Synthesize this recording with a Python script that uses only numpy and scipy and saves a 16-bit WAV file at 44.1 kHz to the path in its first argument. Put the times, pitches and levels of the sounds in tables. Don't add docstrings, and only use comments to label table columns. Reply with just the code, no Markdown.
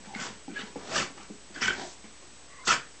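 import sys
import numpy as np
from scipy import signal
from scipy.fft import rfft, irfft
from scipy.io import wavfile
from scipy.ndimage import uniform_filter1d

SR = 44100
rng = np.random.default_rng(int(sys.argv[2]) if len(sys.argv) > 2 else 0)


def put_to_file(sound):
    columns = np.atleast_2d(sound).T
    safe = np.clip(columns, -1, 1)
    whole_steps = np.round(safe * 32767)
    wavfile.write(sys.argv[1], SR, whole_steps.astype(np.int16))


def boost_factor(decibels):
    exponent = np.asarray(decibels, float) / 20
    return 10 ** exponent


N = 132300
T = np.arange(N) / SR
LEAD_S = 0.15

# frequency_hz, density_db
HISS_SPECTRUM = [(15, -34), (25, -8.5), (49, -22), (106, -19.5), (453, -20), (511, -19.5), (635, -22),
                 (4700, -26), (8000, -25), (10400, -20.5), (17600, -120)]
# pitch_hz, level_db
HUM_TONES = [(60, -62.5), (294, -68)]
# start_s, level_db, floor_note_hz
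PAW_LANDINGS = [(.0, -48, 226), (0.07, -39.5, 200), (0.157, -32, 232), (0.212, -34, 222), (0.299, -40, 196),
                (0.353, -47, 192), (0.479, -26.5, 275), (0.496, -34, 334), (0.514, -34, 311),
                (.535, -43, 390), (0.589, -35, 260), (.63, -38.5, 202), (0.698, -45, 201),
                (0.757, -27.5, 284), (0.899, -53, 241), (1.003, -30.5, 293), (1.101, -37.5, 270),
                (1.167, -41, 344), (1.19, -41.5, 324), (1.299, -31.5, 298), (1.32, -52, 372),
                (1.34, -44, 250), (1.501, -43.5, 340), (1.567, -34.5, 297), (1.616, -30.5, 230),
                (1.659, -32, 205), (1.832, -66, 303), (2.039, -46, 286)]
# pitch_hz, level_db, t60_s
BOARD_MODES = [(200, -7.5, 0.16), (409.3, -22.5, 0.45), (440, -3, 0.02), (790, -12, 0.047)]
# full_strength_s, swell_time_constant_s, hold_s, level_db, mouth_resonance_hz
HUFF_BURSTS = [(0.059, 0.025, 0.0067, -56.5, 1650), (.143, 0.0067, 0.066, -41, 1510),
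               (0.201, 0.004, 0.014, -38, 1500), (0.234, 0.031, 0.011, -42, 1220),
               (0.587, 0.03, 0.032, -41.5, 1400), (0.766, 0.014, 0.02, -50, 1090),
               (0.952, 0.024, 0.064, -30, 1240), (1.175, 0.0017, 0.047, -48.5, 1210),
               (1.551, 0.01, 0.073, -47.5, 1540), (1.62, 0.0065, 0.05, -28.5, 1450),
               (1.682, .001, 0.033, -33.5, 1540), (1.721, .003, 0.021, -43.5, 1530),
               (2.042, 0.0026, 0.019, -53, 850), (2.224, 0.002, 0.011, -48, 1000),
               (2.678, 0.0065, 0.048, -21, 1380)]
# mouth_resonance_db, open_mouth_hiss_db, teeth_hiss_db, chest_rumble_db, fade_s
HUFF_COLOURS = [(3, -2, 0, 5, 0.01), (-10, -8.5, -21, -9, 0.0088), (-4.5, -6, -7, -10.5, 0.067),
                (1, -4.5, 5, -32, 0.024), (-2, 1, -7.5, -7.5, 0.021), (-5.5, -8, -7, 1.5, 0.066),
                (-8, -4.5, -0.5, -13.5, 0.027), (-7.5, -6.5, -7, -6, 0.041), (-0.5, -6.5, -3, -2.5, 0.016),
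                (-7.5, -3, -9, -19, 0.04), (-6.5, -5.5, -24, -9, 0.0037), (-1, 0, -2.5, -13, 0.0081),
                (-6, -4, -12, -2, 0.006), (-10, -19, -25, -8.5, 0.018), (-5, -10, -7, -16, 0.023)]
# multiple_of_main_resonance [ratio], relative_width [ratio], level_db
MOUTH_MODES = [(1, 0.26, 6.5), (1.4, 0.19, -7.5), (2.05, 0.38, -1), (2.5, 0.44, -8.5)]
# full_strength_s, swell_time_constant_s, hold_s, level_db, throat_hz
GROWL_BREATHS = [
    (0.089, 0.031, 0.076, -53.5, 805),
    (0.256, 0.014, 0.0069, -40, 867),
    (0.664, 0.012, 0.0099, -49.5, 870),
    (0.929, 0.074, 0.071, -37.5, 650),
    (1.783, 0.03, 0.036, -38.5, 770),
]
WHISTLE_STARTS = [.065, .145, .558, .93, .95, .96, 1.543, 1.6, 1.61, 1.63, 1.683, 1.715, 1.8, 1.82, 2.49,
                  2.495, 2.582, 2.595, 2.635, 2.648, 2.663, 2.675, 2.685, .578, .59, .465, 2.77, .87]
# length_s, level_db, pitch_hz, breadth_hz
WHISTLE_TONES = [(.08, -49.5, 830, 100), (0.022, -42, 2100, 230), (0.029, -33, 1662, 32),
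                 (0.068, -38, 1540, 163), (0.066, -38, 2890, 250), (0.055, -45, 940, 80),
                 (0.0091, -47, 4700, 600), (0.022, -49, 990, 170), (0.031, -32.5, 5380, 770),
                 (0.037, -38, 6000, 200), (0.035, -60, 600, 120), (0.036, -51, 1570, 100),
                 (.16, -44, 8600, 9700), (0.065, -46.5, 630, 130), (0.13, -56, 1960, 210),
                 (0.11, -56.5, 1120, 90), (0.092, -52.5, 1060, 130), (0.042, -64, 3400, 100),
                 (0.021, -47, 1380, 220), (0.096, -33.5, 6200, 3000), (0.046, -35.5, 3530, 220),
                 (0.067, -28.5, 1195, 290), (0.045, -31.5, 5650, 600), (0.053, -47, 3770, 370),
                 (0.067, -57, 5700, 680), (.09, -58, 2350, 150), (0.12, -55, 1800, 170),
                 (0.1, -44.5, 490, 360)]
# start_s, level_db, pitch_hz
JOIST_THUMPS = [
    (.1, -48, 121),
    (0.272, -47, 112),
    (.76, -48.5, 62),
    (0.961, -38.5, 110),
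    (.98, -50, 54.3),
    (1.63, -36, 117),
    (1.679, -38.5, 71),
    (1.82, -51, 62),
    (2.691, -40.5, 60.6),
    (2.709, -40, 129.7),
]
# start_s, length_s, peak_db, pitch_hz
BREATH_SURGES = [(.134, 0.0088, -38.5, 807), (.157, 0.03, -43.5, 1504), (0.194, 0.0092, -34, 1540),
                 (.208, 0.0058, -39, 1290), (0.214, 0.0063, -39, 1400), (0.233, .012, -39, 1480),
                 (0.259, 0.017, -40.5, 876), (0.586, 0.019, -37.5, 2956), (0.484, .05, -54, 1487),
                 (0.488, 0.016, -52, 786), (0.954, 0.01, -26, 1640), (.959, 0.015, -26.5, 1226),
                 (.96, 0.01, -32.5, 4400), (0.966, 0.005, -29, 1804), (0.978, 0.0053, -34, 2820),
                 (0.983, 0.011, -25, 1780), (.999, 0.0066, -25, 2740), (1.013, 0.025, -30.5, 1300),
                 (1.178, 0.0076, -43, 1180), (1.197, 0.014, -46, 808), (1.555, 0.017, -42, 1617),
                 (1.574, 0.0099, -40.5, 1504), (1.625, 0.0091, -30, 1440), (1.644, 0.01, -27, 1570),
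                 (1.653, .011, -27, 3000), (1.683, 0.0066, -24.5, 1538), (1.694, 0.013, -31, 1454),
                 (1.68, 0.045, -32.5, 3050), (1.705, 0.006, -20, 1496), (1.723, 0.022, -32.5, 1576),
                 (2.582, 0.022, -46.5, 1075), (2.588, 0.056, -50, 2110), (2.677, 0.015, -26, 2030),
                 (2.683, .017, -19, 1366), (2.69, 0.004, -25, 4300), (2.703, 0.011, -16, 1387),
                 (2.7, .009, -23.5, 2670), (2.716, 0.019, -24, 1392), (2.719, 0.0041, -29, 2680),
                 (2.76, 0.012, -30.5, 1560)]
# start_s, level_db, ring_hz
TEETH_SNAPS = [
    (.15, -31, 2150),
    (1.002, -33, 1255),
    (1.178, -44, 887),
    (1.681, -17.5, 1518),
]
# pitch_hz, level_db, t60_s
SNORT_MODES = [(370, -2, .02), (620, 0, .022), (1270, -2, .025), (2780, -5, .02), (4600, -6, .015)]


def level(x, db):
    return x * boost_factor(db) / np.sqrt(np.mean(x ** 2))


def band(x, hz, width):
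    return signal.lfilter(*signal.iirpeak(hz, hz / width, fs=SR), x)


def walk(rate, count):
    k = int(SR / rate)
    held = np.repeat(rng.standard_normal(count // k + 2), k)
    return 1.2 * uniform_filter1d(held, k)[:count]


def shape(swell, hold, fade, count):
    t = T[:count] - LEAD_S
    rise = np.minimum(t, 0) / max(swell, 3e-4)
    fall = np.maximum(t - hold, 0) / max(fade, 1e-3)
    return np.exp(rise - fall)


def ring(t, hz, t60):
    return np.sin(2 * np.pi * hz * t) * boost_factor(-60 * t / t60)


def add(out, s, x):
    i = int(s * SR)
    x = x[max(-i, 0):N - i]
    out[max(i, 0):max(i, 0) + len(x)] += x


def sine(hz, db):
    return boost_factor(db + 1) * np.sin(2 * np.pi * (hz * T + rng.random()))


def camera_hiss():
    f = np.maximum(np.arange(N // 2 + 1) * SR / N, 1)
    hz, db = np.array(HISS_SPECTRUM).T
    colour = boost_factor(np.interp(np.log(f), np.log(hz), db))
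    return level(irfft(rfft(rng.standard_normal(N)) * colour, N), -51)


def mains_hum():
    return sum(sine(hz, db + 0.87 * walk(5.1, count=N)) for hz, db in HUM_TONES)


def camera_whine():
    whine_hz, fold_hz, frame_hz = 7867, 16000, 30
    whine_db, fold_db = -59, -4
    flip_sharp, flip_lag_s = 15, 0.0195
    flip = np.tanh(flip_sharp * np.sin(np.pi * frame_hz * (T - flip_lag_s)))
    return flip * (sine(whine_hz, whine_db) + sine(fold_hz - whine_hz, whine_db + fold_db))


def paws():
    note_t60_s, push_s, carpet_low_hz = 0.079, 0.0013, 175
    out, t = np.zeros(N), T[:SR // 3]
    chance = rng.standard_normal((len(PAW_LANDINGS), len(BOARD_MODES)))
    for (s, db, hz), luck in zip(PAW_LANDINGS, chance):
        thud = ring(t, hz, note_t60_s)
        for (f, g, t60), e in zip(BOARD_MODES, luck):
            thud = thud + boost_factor(g + 5.7 * e) * ring(t, f * (1 + 0.043 * e), t60)
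        add(out, s, boost_factor(db) * thud * (1 - np.exp(-t / push_s)) ** 2)
    return signal.lfilter(*signal.butter(3, carpet_low_hz, "high", fs=SR), out)


def huffs():
    flutter_hz, flutter_db = 170, 3
    notch_hz, notch_width_hz, notch_depth = 3900, 900, 0.6
    out, n = np.zeros(N), SR // 2
    for burst, colour in zip(HUFF_BURSTS, HUFF_COLOURS):
        s, swell, hold, db, hz = burst
        ring_db, wide_db, teeth_db, chest_db, fade = colour
        flutter = boost_factor([flutter_db * walk(flutter_hz, count=n) for _ in range(3)])
        mouth_air, low_air, open_air = rng.standard_normal((3, n)) * flutter
        mouth = np.zeros(n)
        for k, (multiple, width, g) in enumerate(MOUTH_MODES):
            mouth += (-1) ** k * boost_factor(g) * band(mouth_air, hz * multiple, hz * multiple * width)
        wide = band(band(open_air, 2870, 1700), 2500, 3000)
        wide = wide + boost_factor(9) * band(band(open_air, 1780, 640), 2520, 1400)
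        teeth = band(low_air, 3900, 2700) + boost_factor(-5) * band(low_air, 7800, 2400)
        teeth = band(teeth, 6020, 4400)
        chest = band(band(low_air, 301, 630), 348, 960)
        x = level(mouth, ring_db) + level(wide, wide_db) + level(teeth, teeth_db) + level(chest, chest_db)
        x = x - notch_depth * band(x, notch_hz, notch_width_hz)
        add(out, s - LEAD_S, boost_factor(db) * x * shape(swell, hold, fade, count=n))
    return out


def growls():
    pulse_hz, jitter, breath_db = 55, 0.2, 0
    fade_s, sag = 0.039, 0.975
    out, n = np.zeros(N), SR // 2
    for s, swell, hold, db, hz in GROWL_BREATHS:
        phase = np.cumsum(pulse_hz * (1 + jitter * walk(40, count=n))) / SR % 1
        air = rng.standard_normal(n) * (np.exp(-phase / 0.32) + boost_factor(breath_db))

        def throat(f):
            return band(band(air, f, 290), f, 660) + boost_factor(-6.5) * band(air, f * 2, 520)

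        closing = np.clip((T[:n] - LEAD_S) / (hold + fade_s), 0, 1)
        x = (1 - closing) * throat(hz) + closing * throat(hz * sag)
        x = x + boost_factor(3.5) * band(air, 309, 150) + boost_factor(-7) * band(air, 584, 170)
        x = x + boost_factor(-22) * band(air, 3280, 590) + boost_factor(-14) * band(air, 3600, 4100)
        add(out, s - LEAD_S, level(x, db) * shape(swell, hold, fade_s, count=n))
    return out


def whistles():
    out, n = np.zeros(N), SR // 5
    for s, (length, db, hz, width) in zip(WHISTLE_STARTS, WHISTLE_TONES):
        noise = band(band(rng.standard_normal(2 * n), hz, width), hz, 2 * width)[n:]
        power = uniform_filter1d(noise ** 2, size=400) + 0.19 * np.mean(noise ** 2)
        arch = np.sin(np.pi * np.clip(T[:n] / length, 0, 1)) ** 0.6
        add(out, s, boost_factor(db) * noise / np.sqrt(power) * arch)
    return out


def thumps():
    t60_s, push_s = 0.2, 0.027
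    out, t = np.zeros(N), T[:SR // 3]
    for s, db, hz in JOIST_THUMPS:
        add(out, s, boost_factor(db + 5) * ring(t, hz, t60_s) * (1 - np.exp(-t / push_s)))
    return out


def surges():
    waver = 0.02
    out, t = np.zeros(N), T[:SR // 10]
    for s, length, db, hz in BREATH_SURGES:
        phase = np.cumsum(hz * (1 + waver * walk(140, count=len(t)))) / SR + rng.random()
        arch = np.sin(np.pi * np.clip(t / length, 0, 1))
        add(out, s, boost_factor(db) * np.sin(2 * np.pi * phase) * arch)
    return out


def snaps():
    ring_t60_s, crack_db, crack_fade_s = 0.044, 1, 0.00035
    out, t = np.zeros(N), T[:SR // 20]
    for s, db, hz in TEETH_SNAPS:
        noise = band(band(rng.standard_normal(len(t)), 3600, 3000), 3500, 3500)
        crack = level(noise, crack_db) * np.exp(-t / crack_fade_s)
        add(out, s, boost_factor(db) * (crack + ring(t, hz, ring_t60_s)))
    return out


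def rattle():
    start_s, slap_hz, slap_count = 0.9025, 49.9, 6
    peak_s, peak_db, swell_db_per_s = 1.003, -21.5, 120
    out, t = np.zeros(N), T[:SR // 20]
    for s in start_s + np.arange(slap_count) / slap_hz:
        slap = sum(boost_factor(g + 2 * rng.standard_normal()) * ring(t, f, t60) for f, g, t60 in SNORT_MODES)
        add(out, s, -slap / 2 * boost_factor(peak_db - swell_db_per_s * abs(s - peak_s)))
    return out


def room(x):
    t60_s, treble_t60_s, gap_s = 0.3, 0.18, 0.0047
    t = T[:SR // 2]
    noise = rng.standard_normal(len(t)) * (1 - np.exp(-(t / gap_s) ** 2))
    low = signal.lfilter(*signal.butter(1, 2000, fs=SR), noise)
    tail = low * boost_factor(-60 * t / t60_s) + (noise - low) * boost_factor(-60 * t / treble_t60_s)
    return signal.fftconvolve(x, tail / np.sqrt(np.sum(tail ** 2)))[:N]


def scene():
    top_hz, mic_low_hz = 8000, 42
    noise = camera_hiss() + mains_hum()
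    thuds = paws() + thumps()
    voices = huffs() + growls() + snaps() + rattle()
    tones = whistles() + surges()
    wet = room(boost_factor(-7) * voices + boost_factor(-14) * tones + boost_factor(-11) * thuds)
    mix = voices + tones + thuds + wet + noise
    soft = signal.sosfiltfilt(signal.butter(12, top_hz, fs=SR, output="sos"), mix)
    heard = signal.lfilter(*signal.butter(2, mic_low_hz, "high", fs=SR), soft)
    return (heard + camera_whine())[None]


def band_limit(x):
    return signal.sosfilt(signal.butter(12, 9290, fs=SR, output="sos"), x)


def record(dry):
    cut_hz, offset = 8870, -0.0024
    steep = signal.ellip(10, 0.2, 60, cut_hz, fs=SR, output="sos")
    mix = signal.sosfilt(steep, dry) + offset
    return band_limit(mix)


dry = scene()
out = record(dry)
put_to_file(out)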